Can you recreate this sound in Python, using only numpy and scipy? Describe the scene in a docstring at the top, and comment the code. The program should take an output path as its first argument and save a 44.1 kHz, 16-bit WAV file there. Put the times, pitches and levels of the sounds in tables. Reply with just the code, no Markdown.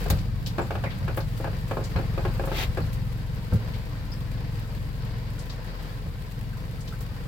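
"""A dull thump and light wooden knocks sound over a rumbling engine and rain, inside a houseboat's cabin.
The slow engine shakes the hull with one stroke for each turn of its shaft. Fine rain washes over the
roof, ticks on the panes and plops into the water. For the first three seconds, blows on wood come in
loose pairs and something slides briefly; now and then a heavy, soft blow sets the floor swinging."""
import sys
import numpy as np
from scipy import signal
from scipy.fft import rfft, irfft, next_fast_len
from scipy.io import wavfile
from scipy.ndimage import uniform_filter1d

SR = 44100
rng = np.random.default_rng(int(sys.argv[2]) if len(sys.argv) > 2 else 0)


def dump(signal):
    """Clip the signal to [-1, 1] and save it as 16-bit WAV at the path in sys.argv[1]."""
    limited = np.clip(np.atleast_2d(signal).T, -1, 1)
    pcm = np.round(limited * 32767).astype(np.int16)
    wavfile.write(sys.argv[1], SR, pcm)


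N = 320607
TIME = np.arange(N) / SR
HIT_TIME = np.arange(16384) / SR  # seconds since a single hit

# heavy blows on the floor, which also jolt the wood: t/s, level/dB, f/Hz
THUMPS = [(0.105, -12.5, 96.5), (1.021, -20.5, 82.6), (1.956, -17, 80.7), (2.679, -23, 73),
          (2.81, -19, 101.6), (3.528, -12, 111.4), (6.067, -25.5, 87.5), (6.401, -34, 77),
          (6.989, -32, 82.5)]


def from_db(db):
    """Turn decibels into a number to multiply a sound by."""
    return 10 ** (np.asarray(db) / 20)


def curve(table):
    """Join (time, value) points with straight lines."""
    times, values = np.transpose(table)
    return np.interp(TIME, times, values)


def bell(s, half_s):
    """A smooth swell from 0 to 1 and back, centred on time s."""
    return np.exp(-((TIME - s) / half_s) ** 2)


def wander(per_s):
    """A smooth random wobble, roughly 1 in size, made from per_s random steps a second."""
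    hold = max(int(SR / per_s), 1)
    steps = np.repeat(rng.standard_normal(N // hold + 1), hold)[:N]
    smooth = uniform_filter1d(uniform_filter1d(steps, hold), hold)
    return smooth / smooth.std()


def colour(x, points):
    """Make some pitches louder and others softer, following (f/Hz, level/dB) points."""
    size = next_fast_len(x.shape[-1], real=True)
    size += size % 2
    hz, db = np.transpose(points)
    bin_hz = np.maximum(np.fft.rfftfreq(size, 1 / SR), 1)
    gain = from_db(np.interp(np.log(bin_hz), np.log(hz), db))
    # let the filter ring only after a hit, never before, so that hits stay sharp
    cepstrum = irfft(np.log(gain))
    cepstrum[1:size // 2] *= 2
    cepstrum[size // 2 + 1:] = 0
    return irfft(rfft(x, size) * np.exp(rfft(cepstrum)))[..., :x.shape[-1]]


def unit(x, size=None):
    """Scale a sound so that the mean of its channels has strength (rms) 1 over the first size samples."""
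    return x / np.sqrt(np.mean(x.mean(axis=0)[:size] ** 2))


def add(out, s, sound):
    """Mix a sound in at s seconds."""
    start = max(int(s * SR), 0)
    out[:, start:start + sound.shape[1]] += sound[:, :N - start]


def cabin_noise(size, apart_hz=1300, bass_side_db=-11):
    """Noise from all around: left and right are alike in the bass and differ in the treble."""
    mid, side = rng.standard_normal((2, size))
    side = colour(side, [(apart_hz / 4, bass_side_db), (apart_hz, 0)])
    return np.array([mid + side, mid - side])


def burst(t60, rise_s, cabin_db=-19, cabin_t60=0.42):
    """A hit's noisy ring and the cabin's faint echo; t60 is the seconds it takes to fade by 60 dB."""
    fade = from_db(-60 * HIT_TIME / t60) + from_db(cabin_db - 60 * HIT_TIME / cabin_t60)
    return cabin_noise(len(HIT_TIME)) * fade * (1 - np.exp(-HIT_TIME / rise_s))


def tiny_hits(per_s, spread_db, t60, spots=6):
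    """Tiny hits of uneven size land at random times on several spots, each with its own ring."""
    out = 0
    for _ in range(spots):
        when, chance = rng.random((int(per_s * N / SR / spots), 2)).T
        sizes = from_db(spread_db * np.minimum(-np.log(1 - chance), 4))
        hits = np.zeros(N)
        np.add.at(hits, (when * N).astype(int), sizes)
        out = out + signal.oaconvolve(hits[None], burst(t60, rise_s=0.00027), axes=1)[:, :N]
    return unit(out)


def hull():
    """The hull's panels boom unevenly as the engine shakes them."""
    # tone of the boom: f/Hz, level/dB
    boom_colour = [(20, -23), (50, -3), (70, -1), (100, 1.5), (130, -1.5), (175, -4.5), (225, -11.5),
                   (255, -22), (295, -20.5), (340, -34.5), (600, -58.5)]
    # loudness of the boom: t/s, level/dB
    boom_level = [(0, -32), (1.0, -33.5), (1.5, -35), (2.2, -36.5), (4.1, -36), (5.7, -38.5), (6.9, -37.5)]
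    return unit(colour(cabin_noise(N), boom_colour)) * from_db(curve(boom_level))


def engine(uneven_db=0.86, sway_db=1.36, waver_db=0.74, jitter_s=.0005, lag_s_per_hz=.00015):
    """A deep hum, and one uneven stroke per shaft turn that spreads through the hull into the cabin."""
    # the idling shaft's drifting turns per second: t/s, f/Hz
    shaft_speed = [(0, 21.9), (.35, 22.5), (.95, 22.4), (1.2, 21.9), (1.6, 22.1), (2.25, 21.35),
                   (2.75, 21.85), (3.55, 22.0), (4.25, 21.4), (4.9, 21.9), (5.35, 22.0), (5.85, 21.6),
                   (7.27, 21.5)]
    # how the cabin rings after a stroke: f/Hz, level/dB
    cabin_colour = [(22, -10), (44, -20), (65, -7), (87, -8), (110, 0), (131, -4), (153, -6), (175, -10.5),
                    (197, -18), (240, -24), (330, -42), (700, -70)]
    # throb of the strokes: t/s, level/dB
    throb_level = [(0, -35), (.9, -31.5), (1.65, -36.5), (2.05, -28.5), (2.6, -33.5), (2.9, -30),
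                   (3.35, -31.5), (3.85, -33.5), (4.4, -32.3), (5.3, -35), (5.7, -41), (5.95, -34.5),
                   (6.25, -45.5), (6.5, -33)]
    # hum at twice the shaft speed: t/s, level/dB
    hum_level = [(0, -32), (.35, -34), (.76, -45), (1.0, -35.5), (1.4, -35.5), (1.75, -38), (2.3, -31.5),
                 (3.4, -38), (5.7, -36), (6.25, -38.5), (6.55, -39.5), (7.27, -38)]
    turns = .06 + np.cumsum(curve(shaft_speed)) / SR
    starts = np.flatnonzero(np.diff(np.floor(turns)))
    jitter = (jitter_s * SR * wander(22)[starts]).astype(int)
    starts = np.clip(starts + jitter, 0, N - 1)
    strokes = np.zeros((1, N))
    strokes[0, starts] = -from_db(uneven_db * wander(22) + sway_db * wander(2.89))[starts]
    ringing = colour(strokes - strokes.mean(), cabin_colour)
    # higher notes arrive later, so each stroke sweeps upward
    size = next_fast_len(N + SR, real=True)
    hz = np.fft.rfftfreq(size, 1 / SR)
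    delay = np.exp(-1j * np.pi * lag_s_per_hz * hz ** 2)
    swept = irfft(rfft(ringing, size) * delay, size)[:, :N]
    throb = unit(swept) * from_db(curve(throb_level))
    hum_gain = from_db(curve(hum_level) + waver_db * wander(4.1))
    hum = -np.sqrt(2) * np.sin(4 * np.pi * turns) * hum_gain
    # left and right hear the engine slightly out of step
    shift_radians = np.array([[0.42], [-0.42]])
    rumble = signal.hilbert(throb + hum, size)[:, :N]
    return np.real(rumble * np.exp(1j * shift_radians))


def drips(per_s=240, low_hz=850, high_hz=2400, spread_db=3.0, t60=0.097):
    """Countless small plops on the water around the boat, each at its own pitch, blend together."""
    out = np.zeros((2, N))
    t = HIT_TIME[:3000]
    for when, pitch, size, place in rng.random((int(per_s * N / SR), 4)):
        hz = low_hz * (high_hz / low_hz) ** pitch
        phase = 2 * np.pi * (hz * t + place * np.array([[0], [1]]))
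        db = spread_db * min(-np.log(1 - size), 2) - 60 * t / t60
        gain = np.sqrt(low_hz / hz) * from_db(db)  # smaller bubbles ring higher and softer
        rise = np.minimum(t * hz / 2, 1)
        add(out, when * N / SR, gain * np.sin(phase) * rise)
    return unit(out)


def rain(wash_db=-47, glass_db=-55.5, flutter_db=1.12, spray_db=-3, patter_db=-4.5, drips_db=-11.5):
    """Drops blur into a wash on the roof and the water; fine spray and separate drops hit the glass."""
    # tone of rain on the roof: f/Hz, level/dB
    roof_colour = [(150, -2.5), (290, 6), (390, -2.5), (475, 8), (560, 0.5), (780, -2.5), (1050, -3.5),
                   (1400, -10), (1900, -7.5), (3400, -16), (4800, -15), (15500, -53)]
    # tone of rain on the panes: f/Hz, level/dB
    pane_colour = [(400, -9), (1500, 8.5), (3000, 9), (4800, 0.5), (7700, 3), (15500, 1.5)]
    # gusts and lulls: t/s, half length/s, level change/dB
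    gusts = [(0, 0.15, 6.5), (0.365, 0.15, -2), (1.175, 0.21, 1.5), (2.22, 1, 2)]
    roof = unit(colour(tiny_hits(per_s=700, spread_db=1.5, t60=0.089), roof_colour))
    spray = unit(colour(cabin_noise(N), pane_colour)) * from_db(1.3 * wander(16))
    patter = unit(colour(tiny_hits(per_s=220, spread_db=4.0, t60=.03), pane_colour))
    glass = from_db(spray_db) * spray + from_db(patter_db) * patter
    wash = roof + from_db(drips_db) * drips()
    gust_db = sum(db * bell(s, half_s) for s, half_s, db in gusts)
    wash *= from_db(wash_db + gust_db + flutter_db * wander(5.8))
    glass *= from_db(glass_db + 1.16 * gust_db)  # gusts count a little more on the glass
    return wash + glass


def plinks(t60=.085, splash_db=-3):
    """A heavier drip makes one bubble ring, with a small splash around it."""
    # drips into the water: t/s, level/dB, f/Hz
    heavy_drips = [(4.05, -52, 1370), (6.53, -51, 1546), (6.57, -49, 1040), (6.924, -46.5, 1338),
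                   (6.935, -48, 1535)]
    out = np.zeros((2, N))
    for s, db, hz in heavy_drips:
        phase = 2 * np.pi * hz * HIT_TIME + rng.uniform(-1.1, 1, (2, 1))
        bubble = np.sin(phase) * from_db(-60 * HIT_TIME / t60)
        splash = colour(burst(t60, rise_s=.0005), [(hz / 2, -20), (hz, 0), (2 * hz, -20)])
        plink = unit(bubble, size=450) + from_db(splash_db) * unit(splash, size=450)
        add(out, s, from_db(db) * plink)
    return out


def taps(longest_t60=0.14, spill_db=-32):
    """Each short tap rings in its own band of pitches; the wider the band, the sooner it dies."""
    # the clearest drops and taps, plus the low ring of the wood under a heavy knock and a thump (near 380, 840
    # and 410 Hz): t/s, level/dB, centre f/Hz, width/octaves
    clear_taps = [(0.1, -28, 4200, 17), (.101, -47, 3880, 0.26), (.183, -50, 3400, 0.84),
                  (0.46, -39.5, 3930, 0.54), (.464, -46, 11100, 1.1), (.591, -34.5, 384, 0.23),
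                  (.593, -34, 840, 0.22), (.61, -57, 7370, 0.036), (.856, -42, 2130, 0.15),
                  (0.903, -46, 2460, 0.58), (1.164, -42.5, 13000, 0.57), (1.202, -50, 4640, 0.35),
                  (1.373, -50, 9000, 1.4), (1.838, -46.5, 5570, 0.53), (1.961, -54, 4200, 0.084),
                  (2.452, -47.5, 12900, 1.3), (2.816, -54, 4380, 0.17), (2.928, -48, 8000, 2),
                  (3.53, -36.5, 410, 0.35), (3.532, -48, 10100, 3.9), (3.735, -49.5, 2700, 0.58),
                  (4.116, -50, 5080, 0.1), (5.389, -49.5, 6700, 0.54), (5.495, -47.5, 4060, 0.52),
                  (6.805, -53.5, 6800, 0.44), (6.874, -49.5, 3770, 0.68), (7.005, -48.5, 12000, 1.8)]
    out = np.zeros((2, N))
    hz = np.geomspace(100, 16000, num=300)
    for s, db, centre_hz, octaves in clear_taps:
        t60 = longest_t60 / (1 + octaves / 13)
        band = np.exp(-.5 * (np.log2(hz / centre_hz) / octaves) ** 2)
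        spill = from_db(spill_db) / (1 + hz / centre_hz)  # a little sound outside the band
        tap_colour = np.transpose([hz, 20 * np.log10(band + spill)])
        tap = colour(burst(t60, rise_s=0.022 * t60, cabin_db=-25), tap_colour)
        add(out, s, from_db(db) * unit(tap, size=450))
    return out


def slide(peak_s=2.618, peak_db=-31.5, swell_s=0.082, stop_s=0.038):
    """Something slides: many tiny slips swell into a short swish."""
    # tone of the swish: f/Hz, level/dB
    swish_colour = [(250, 3.5), (600, 4), (1400, -3), (2100, 1.5), (3300, -2.5), (4800, -8), (9500, -18),
                    (15500, -16)]
    slips = tiny_hits(per_s=2600, spread_db=-0.5, t60=0.016, spots=3)
    swell = bell(peak_s, np.where(TIME < peak_s, swell_s, stop_s))
    return unit(colour(slips, swish_colour)) * from_db(peak_db) * swell


def thumps(push_s=0.0089):
    """Soft, heavy blows push the floor down and set it swinging at a few low notes."""
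    # the floor's own notes: multiple of the thump's pitch, level/dB, t60/s
    floor_notes = [(.74, 5, 0.14), (0.998, 4.5, 0.17), (1.22, -8, 0.06), (1.52, 3, 0.11), (1.95, -9, 0.2)]
    out = np.zeros((2, N))
    push = 1 - np.exp(-HIT_TIME / push_s)
    for s, db, hz in THUMPS:
        swing = np.zeros((1, len(HIT_TIME)))
        for ratio, note_db, t60 in floor_notes:
            swing -= from_db(note_db - 60 * HIT_TIME / t60) * np.sin(2 * np.pi * hz * ratio * HIT_TIME)
        add(out, s, from_db(db) * swing * push)
    return out


def knocks(notes_db=-4, body_db=-4, crack_db=-17, bounce_db=-14, spot_db=3.2, spot_detune=.01):
    """Each blow cracks against a new spot on the wood, makes the wood ring and bounces once."""
    # blows on the wood: t/s, level/dB, brightness/(dB per octave)
    blows = [(.06, -33.5, -9.5), (.101, -31.5, -4), (.582, -25.5, -3), (.592, -28.5, -4.5), (.706, -30, -2),
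             (.753, -32.5, -2), (.838, -29.5, -1), (1.079, -31, -2), (1.174, -28, -1.5), (1.399, -36, -5.5),
             (1.443, -31, -2), (1.472, -34.5, -4), (1.711, -28, -3), (1.769, -28.5, -6), (1.807, -38, -4.5),
             (1.960, -30.5, -1), (1.988, -32, -5), (2.177, -29.5, -3.5), (2.251, -27.5, -2.5),
             (2.394, -30, -4), (2.436, -32, -4.5), (2.474, -33.5, -4), (2.516, -30, -4.5),
             (2.772, -32, -1.5), (2.779, -30.5, -4.5)]
    # the wood's own clear notes: f/Hz, width/Hz (wider dies sooner), level/dB
    wood_notes = [(329, 16, -6), (362, 16, -3), (441, 16, 1.5), (538, 13, 6), (672, 24, 3), (812, 26, 3),
                  (868, 32, 3.5), (1090, 30, 2), (1224, 36, 0.5), (1340, 44, -1), (1590, 44, 4),
                  (1678, 44, 3.5), (2300, 45, -2)]
    # its many other notes, blurred into a noisy body: f/Hz, level/dB
    body_colour = [(120, -7.5), (400, 4), (850, 3), (970, -3.5), (1150, -0.5), (1650, -0.5), (1900, -12.5),
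                   (2500, -5), (3300, -20.5), (4700, -22), (6000, -27), (15000, -49)]
    # crack of the contact: f/Hz, level/dB
    crack_colour = [(900, -22), (2700, 3), (4200, -8), (6000, -13), (15000, -18)]
    # each thump gives the wood a softer, dull jolt just before the floor swings
    jolts = [(s - 0.00587, db - 24, -6) for s, db, _ in THUMPS]
    out = np.zeros((2, N))
    hz, width_hz, db = np.array(wood_notes).T[:, :, None]
    for s, level_db, brightness in blows + jolts:
        # from spot to spot the notes differ in level and pitch
        weight, detune, lag, sign = rng.standard_normal((4, len(hz), 1))
        fade = np.sign(sign) * from_db(db + spot_db * weight) * np.exp(-np.pi * width_hz * HIT_TIME)
        phase = 2 * np.pi * hz * (1 + spot_detune * detune) * HIT_TIME
        notes = np.array([(fade * np.sin(phase + side * 0.3 * lag)).sum(axis=0) for side in (1, -1)])
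        body = colour(burst(t60=0.145, rise_s=.0013), body_colour)
        crack = colour(burst(t60=.045, rise_s=.0008, cabin_db=-26), crack_colour)
        parts = ((notes_db, notes), (body_db, body), (crack_db, crack))
        knock = sum(from_db(part_db) * unit(part, size=900) for part_db, part in parts)
        knock = colour(knock, [(350, -brightness), (2800, 2 * brightness)])  # harder contact is brighter
        add(out, s, from_db(level_db) * knock)
        add(out, s + rng.uniform(0.0064, 0.036), from_db(level_db + bounce_db) * knock)
    return out


def scene():
    """Everything that sounds in the cabin."""
    return engine() + hull() + rain() + knocks() + taps() + plinks() + thumps() + slide()


def record(dry, low_cut_hz=14, top_hz=15950):
    """The microphone gives each side its own tone and cuts the deepest bass and the highest treble."""
    # the microphone's tone, with two dips in the treble: f/Hz, level/dB
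    mic_colour = [(3000, 0), (4600, 2), (6100, -2.5), (7800, 0), (9500, -4), (12000, 1)]
    # how much louder its left opening hears than its right: f/Hz, level/dB
    left_over_right = [(45, 5), (110, 0.5), (200, -1.5), (380, 1), (700, -0.5), (1290, 1), (2380, 1.5),
                       (4400, 6), (8120, 1.5), (15000, -2.5)]
    left, right = colour(dry, mic_colour)
    left = colour(left, [(hz, db / 2) for hz, db in left_over_right])
    right = colour(right, [(hz, -db / 2) for hz, db in left_over_right])
    bass_cut = signal.butter(1, low_cut_hz, "high", fs=SR, output="sos")
    treble_cut = signal.ellip(10, .2, 80, top_hz, fs=SR, output="sos")
    return signal.sosfilt(treble_cut, signal.sosfilt(bass_cut, np.array([left, right])))


dry = scene()
out = record(dry)
dump(out)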